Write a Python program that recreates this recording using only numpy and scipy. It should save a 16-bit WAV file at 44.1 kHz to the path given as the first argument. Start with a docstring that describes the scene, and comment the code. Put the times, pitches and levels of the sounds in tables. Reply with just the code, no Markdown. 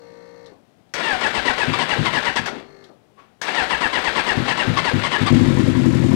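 """Starting a motorcycle in a garage

The fuel pump hums, then the starter grinds the four-cylinder engine over, straining each time a piston squeezes
its air (a compression). The engine coughs three times and stops. On the second try it coughs, catches and runs
at a lumpy idle. Each firing thumps through the exhaust pipe, the chain and valves clatter, and the garage walls
add a short echo."""
import sys
import numpy as np
from scipy import signal
from scipy.fft import rfft, irfft, next_fast_len
from scipy.io import wavfile
from scipy.ndimage import uniform_filter1d, minimum_filter1d, map_coordinates

SR = 44100
rng = np.random.default_rng(int(sys.argv[2]) if len(sys.argv) > 2 else 0)


def persist_wave(psi):
    """Save psi, clipped to +-1, as 16-bit WAV."""
    counts = np.round(np.clip(psi, -1, 1) * 32767).astype(np.int16)
    wavfile.write(sys.argv[1], SR, np.atleast_2d(counts).T)


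N = 271215
T = np.arange(N) / SR

# compressions that strain the starter: (time [s], length [s], level [dB])
COMPRESSIONS = [(0.973, 0.046, -24), (1.025, .14, -22.5), (1.206, 0.073, -19.5), (1.337, .061, -19.5),
                (1.446, 0.068, -18), (1.574, 0.071, -19.5), (1.726, .027, -18), (1.781, 0.056, -18.5),
                (1.882, .06, -19.5), (2.046, 0.038, -17), (2.126, 0.061, -19), (2.24, 0.06, -19.5),
                (2.353, .04, -17), (2.453, .04, -23.5), (3.473, 0.032, -21.5), (3.541, .097, -20.5),
                (3.695, 0.06, -20), (3.803, 0.07, -20), (3.922, 0.069, -20), (4.035, .063, -19.5),
                (4.147, 0.062, -19), (4.26, 0.071, -19.5), (4.472, 0.052, -17.5), (4.567, 0.065, -20),
                (4.764, 0.036, -16.5), (4.84, 0.06, -19.5), (5.03, 0.043, -17.5), (5.109, 0.055, -19),
                (5.258, .03, -16.5)]
# lone firings before the engine catches: (time [s], level [dB])
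LONE_FIRINGS = [(1.672, -9.5), (1.982, -6), (2.385, -16), (4.368, -5.5), (4.67, -5), (4.931, -4.5),
                (5.204, -5.5)]
# the four cylinders in firing order: (strength [dB])
CYLINDER_DB = [-2.5, 3, -3, -3]
# notes at which the metal engine case rings: (pitch [Hz], width [Hz], level [dB])
CASE_NOTES = [(749.7, 16, 2), (820, 8.4, -14.5), (938, 32, -7.5), (1027, 7.7, -6.5), (1159, 24, -5),
              (1444, 15, -1), (1690, 25, -8), (1723, 38, -3.5), (1860, 8.2, -5.5), (1993, 21, 1),
              (2295, 22, 0.5), (2655, 18, -2.5), (2668, 22, -2.5), (2966, 16, -4), (3320, 31, -4.5),
              (3700, 53, -11), (4240, 32, -15.5), (4530, 31, -9), (5070, 140, -19), (8230, 290, -27.5)]
# the two presses of the starter button: (time [s])
PRESS_S = [.938, 3.414]

RELEASE_S, REST_S = 2.29, 2.607  # first try: the engine starts to coast, then stands still
CATCH_S = 5.304  # second try: it catches
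TOP_HZ = 15800  # the highest treble let through


def amp(db):
    """Turn decibels into a factor to multiply by."""
    return 10 ** (np.asarray(db) / 20)


def unit(x):
    """Scale a sound to an average power of 1."""
    return x / np.sqrt(np.mean(x ** 2) + 1e-20)


def since(s):
    """Seconds since a moment, zero before it."""
    return np.maximum(T - s, 0)


def along(points, hz):
    """Read between (pitch [Hz], value) points, with octaves evenly spaced."""
    pitches, values = np.transpose(points)
    return np.interp(np.log(hz + 1), np.log(pitches + 1), values)


def wobble(rate):
    """A smooth curve through `rate` random points a second."""
    return map_coordinates(rng.standard_normal(int(N * rate / SR) + 4), [T * rate])


def filtered(x, response):
    """Multiply each frequency in a sound by response(hz)."""
    size = next_fast_len(N + SR // 2)
    return irfft(rfft(x, size) * response(np.fft.rfftfreq(size, 1 / SR)), size)[..., :N]


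def coloured(x, spectrum):
    """Give a sound a tone colour, listed as (pitch [Hz], level [dB]), and a power of 1."""
    return unit(filtered(x, lambda hz: amp(along(spectrum, hz))))


def hiss(spectrum):
    """Noise with the given tone colour."""
    return coloured(rng.standard_normal(N), spectrum)


def soften(x, edge_hz):
    """Muffle everything above edge_hz."""
    return signal.sosfilt(signal.butter(N=3, Wn=edge_hz, fs=SR, output="sos"), x)


def ring(x, notes):
    """Pass a sound through an object that rings at (pitch [Hz], width [Hz], level [dB]) notes."""
    def response(hz):
        return sum((-1) ** k * amp(db) * 1j * hz * width / (pitch ** 2 - hz ** 2 + 1j * hz * width)
                   for k, (pitch, width, db) in enumerate(notes))
    return filtered(x, response)


def impulses(times, sizes):
    """Blows one sample long."""
    return np.bincount(np.round(np.asarray(times) * SR).astype(int), sizes, N)[:N]


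def beats(rate):
    """Times at which something spinning at `rate` turns a second starts a new turn."""
    return T[1:][np.diff(np.ceil(np.cumsum(rate) / SR)) > 0]


def fading(x, t60):
    """Let every blow die away, by 60 dB in t60 seconds."""
    return signal.lfilter([1], [1, -amp(-60 / (t60 * SR))], x)


def clicks(rows, spectrum, t60):
    """A fading burst of noise for each (time [s], level [dB]) row."""
    times, db = np.transpose(rows)
    return fading(impulses(times, amp(db)), t60) * hiss(spectrum)


def metal(x, spectrum, ring_db):
    """Contacts heard through the engine: a broad colour, plus the case ringing 2 ms later."""
    ringing = unit(ring(np.roll(x, SR // 500), CASE_NOTES))
    return unit(coloured(x, spectrum) + amp(ring_db) * ringing)


def garage(x, walls_db, tail_db):
    """The near walls throw a sound back, and a short wash of echoes follows."""
    # echoes off the near walls: (delay [s], level [dB])
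    wall_echoes = [(.0047, -18), (.0083, -13), (0.0136, -10.5), (0.0187, -22)]
    # how long the room rings: (pitch [Hz], time to fade by 60 dB [s])
    fade_times = [(100, 0.92), (500, 0.14), (3000, 0.45), (12000, 0.15)]
    hz, t, noise = signal.stft(rng.standard_normal(SR // 2), SR, nperseg=256)
    tail = signal.istft(noise * amp(-60 * t / along(fade_times, hz)[:, None]), SR, nperseg=256)[1]
    delay, db = np.transpose(wall_echoes)
    walls = impulses(delay, amp(db + walls_db))[:len(tail)]
    response = walls + amp(tail_db) * tail / np.linalg.norm(tail)
    response[0] += 1  # the direct sound
    return signal.fftconvolve(x, response / np.linalg.norm(response))[:N]


def room_air():
    """A faint, steady, low hush."""
    # its colour: (pitch [Hz], level [dB])
    air_colour = [(15, -42), (25, -28.5), (113, -4.5), (228, -5), (637, -12), (729, -10), (981, -18.5),
                  (3580, -27.5), (7420, -36.5), (9460, -37.5), (15800, -44.5)]
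    return amp(-53.5) * hiss(air_colour)


def scuff(peak_s=3.195, rise_s=.03, squeak_hz=1110):
    """Between the tries, something on the bike rubs with a short squeak."""
    rise = np.minimum(since(peak_s - rise_s) / rise_s, 1)
    squeak = unit(ring(rng.standard_normal(N), [(squeak_hz, 35, 0)]))
    rub = hiss([(100, -5), (160, 2), (300, 0), (1300, 1.5), (3000, -6.5), (6000, -21), (12000, -44)])
    age = since(peak_s)
    return rise * (amp(-46 - 60 * age / .27) * squeak + amp(-47 - 60 * age / .52) * rub)


def switch_ticks():
    """Small switch contacts tick."""
    # each tick: (time [s], level [dB])
    ticks = [(.46, -45.5), (.891, -63.5), (2.841, -45.5)]
    # their thin colour: (pitch [Hz], level [dB])
    tick_colour = [(1500, -35), (2800, -22.5), (3400, -7), (5500, -15), (8000, -28.5), (10000, -27),
                   (15000, -48)]
    return clicks(ticks, tick_colour, t60=.09)


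def stopping_knocks():
    """The pump and the engine come to rest with dull knocks."""
    # each knock: (time [s], level [dB])
    knocks = [(.52, -44), (2.48, -28), (2.53, -32), (2.89, -43)]
    # their dull colour: (pitch [Hz], level [dB])
    knock_colour = [(100, -34), (230, 3.5), (400, 0), (600, -1), (1200, -11), (4000, -60)]
    return soften(clicks(knocks, knock_colour, t60=.46), edge_hz=2500)


def fuel_pump(coast_s=.3, fade_s=.11, sing_hz=4340):
    """A small motor shakes its housing once a turn; its vanes hum and its brushes hiss and sing."""
    # each run of the pump: (on [s], off [s], turns a second [Hz], level [dB])
    runs = [(0, .475, 58.68, 1), (0.937, 2.85, 49.43, 0.5)]
    # notes of its housing: (pitch [Hz], width [Hz], level [dB])
    housing_notes = [(526, 57, 6.5), (568, 25, 9), (845, 18, -6), (936, 12, -9.5), (1156, 30, 0.5),
                     (1570, 23, -5.5), (1749, 26, -2), (2153, 73, -12.5), (2414, 22, -18),
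                     (2756, 27, -18.5), (4050, 48, -22.5), (4330, 59, -12), (5750, 250, -23)]
    # tones in its hum: (multiple of the turning rate, level [dB])
    vane_tones = [(1, -31), (2, -20.5), (3, -13), (4, -27), (5, -14), (6, -16), (7, -25), (8, 1), (9, -11),
                  (10, -14.5), (11, -22), (12, -25.5), (13, -22), (14, -21), (15, -28), (16, -15.5)]
    shaft_hz, gain = np.zeros(N), np.zeros(N)
    for on, off, hz, db in runs:  # once off, it slows down and fades ever faster
        shaft_hz = np.where(T >= on, hz * np.exp(-since(off) / coast_s), shaft_hz)
        gain = np.where(T >= on, amp(db - 25 * (since(off) / fade_s) ** 2), gain)
    phase = 2 * np.pi * np.cumsum(shaft_hz) / SR
    speed = shaft_hz / shaft_hz.max()
    turns = beats(shaft_hz)
    buzz = soften(ring(impulses(turns, np.ones(len(turns))), housing_notes), edge_hz=6000)
    buzz = garage(buzz, walls_db=0, tail_db=3)
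    vanes = unit(sum(amp(db) * np.sin(k * phase + rng.uniform(0, 2 * np.pi)) for k, db in vane_tones))
    sing = unit(ring(rng.standard_normal(N), [(sing_hz, 130, 0)]))
    # hiss of the brushes, the motor's sliding contacts: (pitch [Hz], level [dB])
    brush_colour = [(100, -9.5), (200, -1.5), (450, 4), (800, -3.5), (2000, -9), (3100, -21.5), (4400, -10),
                    (5000, -15.5), (8000, -26.5), (14000, -51)]
    brushes = amp(-54) * hiss(brush_colour) + amp(-66) * sing * speed ** 2
    return gain * (buzz + amp(-44) * vanes * speed ** 2 + brushes * (1 + .5 * np.sin(phase)))


def starter_clacks():
    """The starter's relay (an electric switch) and its clutch clack as they grip and let go."""
    # each clack: (time [s], level [dB])
    clacks = [(.938, -22), (2.361, -24), (2.459, -25), (3.416, -22)]
    # their bright colour: (pitch [Hz], level [dB])
    clack_colour = [(150, -9), (650, -2), (1000, -8), (1700, 3.5), (2700, -9.5), (3400, -9.5), (5800, -1.5),
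                    (7600, -15.5), (11000, -23.5), (15800, -35.5)]
    return clicks(clacks, clack_colour, t60=.16)


def firing_times(idle_hz=43.8, extra_hz=4.7, settle_s=.18):
    """The running engine fires regularly, a little faster just after it catches."""
    return beats((idle_hz + extra_hz * np.exp(-since(CATCH_S) / settle_s)) * (T >= CATCH_S))


def clutch_rattle(lag_s=.0078):
    """The uneven idle knocks the slightly loose clutch basket once every four firings."""
    # notes of the basket: (pitch [Hz], width [Hz], level [dB])
    basket_notes = [(990, 80, 5), (1135, 50, 0), (1880, 260, -6)]
    times = firing_times()[::len(CYLINDER_DB)] + lag_s
    knocks = fading(impulses(times, amp(-29.5 + 2 * rng.standard_normal(len(times)))), t60=.21)
    return soften(knocks * unit(ring(rng.standard_normal(N), basket_notes)), edge_hz=3500)


def chain_and_valves(tap_hz=176, cranking_db=-24, idle_db=-31.5, settle_s=.4):
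    """The cam chain and the valves clatter whenever the engine turns."""
    # their colour: (pitch [Hz], level [dB])
    chain_colour = [(88, -41.5), (150, -8.5), (512, -2.5), (771, -3.5), (1140, -3.5), (1780, -2.5),
                    (2080, -5.5), (2840, -8.5), (3960, -11), (4630, -15.5), (5310, -20.5), (8470, -30),
                    (15800, -49.5)]
    times = beats(tap_hz * amp(1.5 * wobble(60)))
    sizes = amp(4 * rng.uniform(-1.8, 2.3, len(times)))
    taps = unit(fading(impulses(times, sizes), t60=.027))
    contacts = rng.standard_normal(N) * (1 + amp(-2) * taps)
    # the first try coasts to rest; the second settles into the idle
    first = (T >= PRESS_S[0]) * amp(cranking_db - 46.5 * since(RELEASE_S) - 260 * since(REST_S))
    second = amp(idle_db + (cranking_db - idle_db) * np.exp(-since(CATCH_S) / settle_s))
    return np.where(T < PRESS_S[1], first, second) * metal(contacts, chain_colour, ring_db=-7)


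def crank_speed(spin_up_s=.1, coast_s=.6):
    """Share of full starter speed: it climbs after each press and sinks when the first try ends."""
    first, second = (np.minimum(since(s) / spin_up_s, 1) for s in PRESS_S)
    return np.where(T < PRESS_S[1], first * np.exp(-since(RELEASE_S) / coast_s), second)


def starter(usual_length_s=.065):
    """Each compression loads the gears: they grind, and their whine sinks as the motor slows."""
    # tones in the whine: (multiple of the rate at which teeth meet, level [dB])
    gear_tones = [(1, -0.5), (2, -0.5), (3, -7), (4, -17)]
    # how the clutch cover lets the whine through: (pitch [Hz], level [dB])
    cover_colour = [(500, 0.5), (950, -4.5), (1300, -1.5), (1730, 5.5), (2200, -12.5), (2700, 1.5),
                    (3400, -4)]
    # colour of the grinding: (pitch [Hz], level [dB])
    grind_colour = [(88, -32), (150, -5.5), (297, 1), (598, -4), (1030, 2), (1500, -8), (2000, -3.5),
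                    (2530, -9.5), (3320, -6.5), (3590, -11), (4540, -12.5), (5960, -19.5), (7390, -25),
                    (8470, -23.5), (15800, -64.5)]
    entry_hz, exit_hz, slowest_hz = 1076.6, 773.8, 707.3  # tooth rates once the starter is up to speed
    load, strain, tooth_hz = np.zeros(N), np.zeros(N), np.full(N, entry_hz)
    for s, length, db in COMPRESSIONS:
        progress = np.clip((T - s) / length, 0, 1)
        push = amp(db) * np.clip((T - s) / .012, 0, 1) * np.exp(-since(s + length) / .009)
        # teeth clash hardest at first, and sing clearest with the piston near the top
        load += push * amp(-4 * progress)
        strain += push * (.5 + .65 * np.exp(-((progress - .55) / .25) ** 2))
        # a longer compression starts slower and drags the motor further down
        start_hz = entry_hz * (usual_length_s / length) ** .14
        end_hz = max(exit_hz * (usual_length_s / length) ** .42, slowest_hz)
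        tooth_hz = np.where(T >= s, start_hz + (end_hz - start_hz) * progress ** 1.3, tooth_hz)
    speed = crank_speed()
    tooth_hz *= speed
    phase = 2 * np.pi * np.cumsum(tooth_hz * (1 + .012 * wobble(300) + .012 * wobble(45))) / SR
    tones = sum(amp(db + along(cover_colour, k * tooth_hz) + 3.6 * wobble(150)) * np.sin(k * phase)
                for k, db in gear_tones)
    whine = strain * speed * tones
    whine += 1.3 * ring(whine, CASE_NOTES)  # each case note flares as the whine sweeps past it
    whine = amp(2) * garage(whine, walls_db=-2, tail_db=-8)
    scrape = rng.standard_normal(N) * (1 + .84 * np.cos(phase)) * amp(1.4 * wobble(420))
    grind = amp(2.5) * load * metal(scrape, grind_colour, ring_db=-3.5)
    return whine, grind


def burn_knocks(lead_s=.021):
    """Burning fuel knocks the engine block just before each cough leaves the exhaust."""
    knocks = [(s - lead_s, db - 17.5) for s, db in LONE_FIRINGS]
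    colour = [(120, -20), (290, -11.5), (400, -6.5), (800, -18), (3000, -59)]
    return soften(clicks(knocks, colour, t60=.25), edge_hz=900)


def coughs(gap_s=.02, scatter_s=.001):
    """Each lone firing leaves as three soft pressure pulses, dying ever faster."""
    times, db = np.transpose(LONE_FIRINGS)
    gaps = gap_s + scatter_s * rng.standard_normal(len(times))
    chuffs = sum(impulses(times + k * gaps, amp(db - 2.4 * k ** 2)) for k in range(3))
    return soften(chuffs, edge_hz=250)


def idle(surge_db=5.5, surge_s=.03, round_hz=259):
    """Four unequal cylinders send out pressure pulses: weak ones are round, hard ones bark."""
    times = firing_times()
    scatter_db, scatter_s = (rng.standard_normal((len(times), 2)) * [1, .0004]).T
    surge = surge_db * np.exp((CATCH_S - times) / surge_s)  # the first firings are the hardest
    db = surge + np.resize(CYLINDER_DB, len(times)) + scatter_db
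    push = impulses(times + scatter_s, amp(db))
    bark = impulses(times + scatter_s, amp(-4 + 1.82 * db))  # grows faster than the push
    rounding = signal.butter(N=1, Wn=round_hz, fs=SR)
    return amp(-3.5) * (signal.lfilter(*rounding, push - bark) + bark)


def exhaust(muffler_hz=430):
    """Unburnt puffs, lone coughs and then regular firings all thump through the same pipe."""
    # notes of the pipe: (pitch [Hz], width [Hz], level [dB])
    pipe_notes = [(44, 8.2, -11), (108.8, 19.26, 0), (160.7, 26, 0), (197.7, 29.3, -2.5), (252.8, 19, 3),
                  (314, 15, -5), (333.7, 16.4, -0.5), (392.7, 16, -8.5), (503, 51, -12)]
    firings = idle() + coughs()
    # another cylinder's exhaust valve opens late in each full compression
    start, length, _ = np.transpose(COMPRESSIONS)
    puffs = impulses(start + .7 * length, 1. * (length > .056))
    pulses = firings + amp(-27) * puffs
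    swirling_gas = amp(-35) * fading(pulses, t60=.16) * rng.standard_normal(N)
    thump = amp(45) * soften(ring(pulses + swirling_gas, pipe_notes), muffler_hz)
    sigh_colour = [(15, -36), (40, 19.5), (130, 3), (300, -17), (700, -58)]
    sigh = amp(-32) * fading(puffs, t60=.19) * hiss(sigh_colour)
    rasp_colour = [(200, -15.5), (500, 6.5), (2000, -14), (7000, -7), (11000, -18.5), (16000, -38)]
    rasp = amp(-36) * fading(firings, t60=.18) * hiss(rasp_colour)
    return thump + sigh + rasp


def scene():
    """The bike in its garage, heard on the left channel only."""
    whine, grind = starter()
    machine = grind + chain_and_valves() + clutch_rattle() + burn_knocks()
    machine += starter_clacks() + switch_ticks()
    engine = whine + garage(machine, walls_db=-12, tail_db=-12.5)
    pipe = garage(exhaust(), walls_db=-9, tail_db=-12)
    background = fuel_pump() + stopping_knocks() + scuff() + room_air()
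    return np.array([engine + pipe + background, np.zeros(N)])


def record(dry, ceiling=.95):
    """A limiter briefly turns down the loudest thumps, and the highest treble is cut off."""
    needed_gain = ceiling / np.maximum(np.abs(dry).max(axis=0), ceiling)
    gain = uniform_filter1d(minimum_filter1d(needed_gain, size=441), size=441)  # smoothed over 10 ms
    return filtered(dry * gain, lambda hz: hz < TOP_HZ)


dry = scene()
out = record(dry)
persist_wave(out)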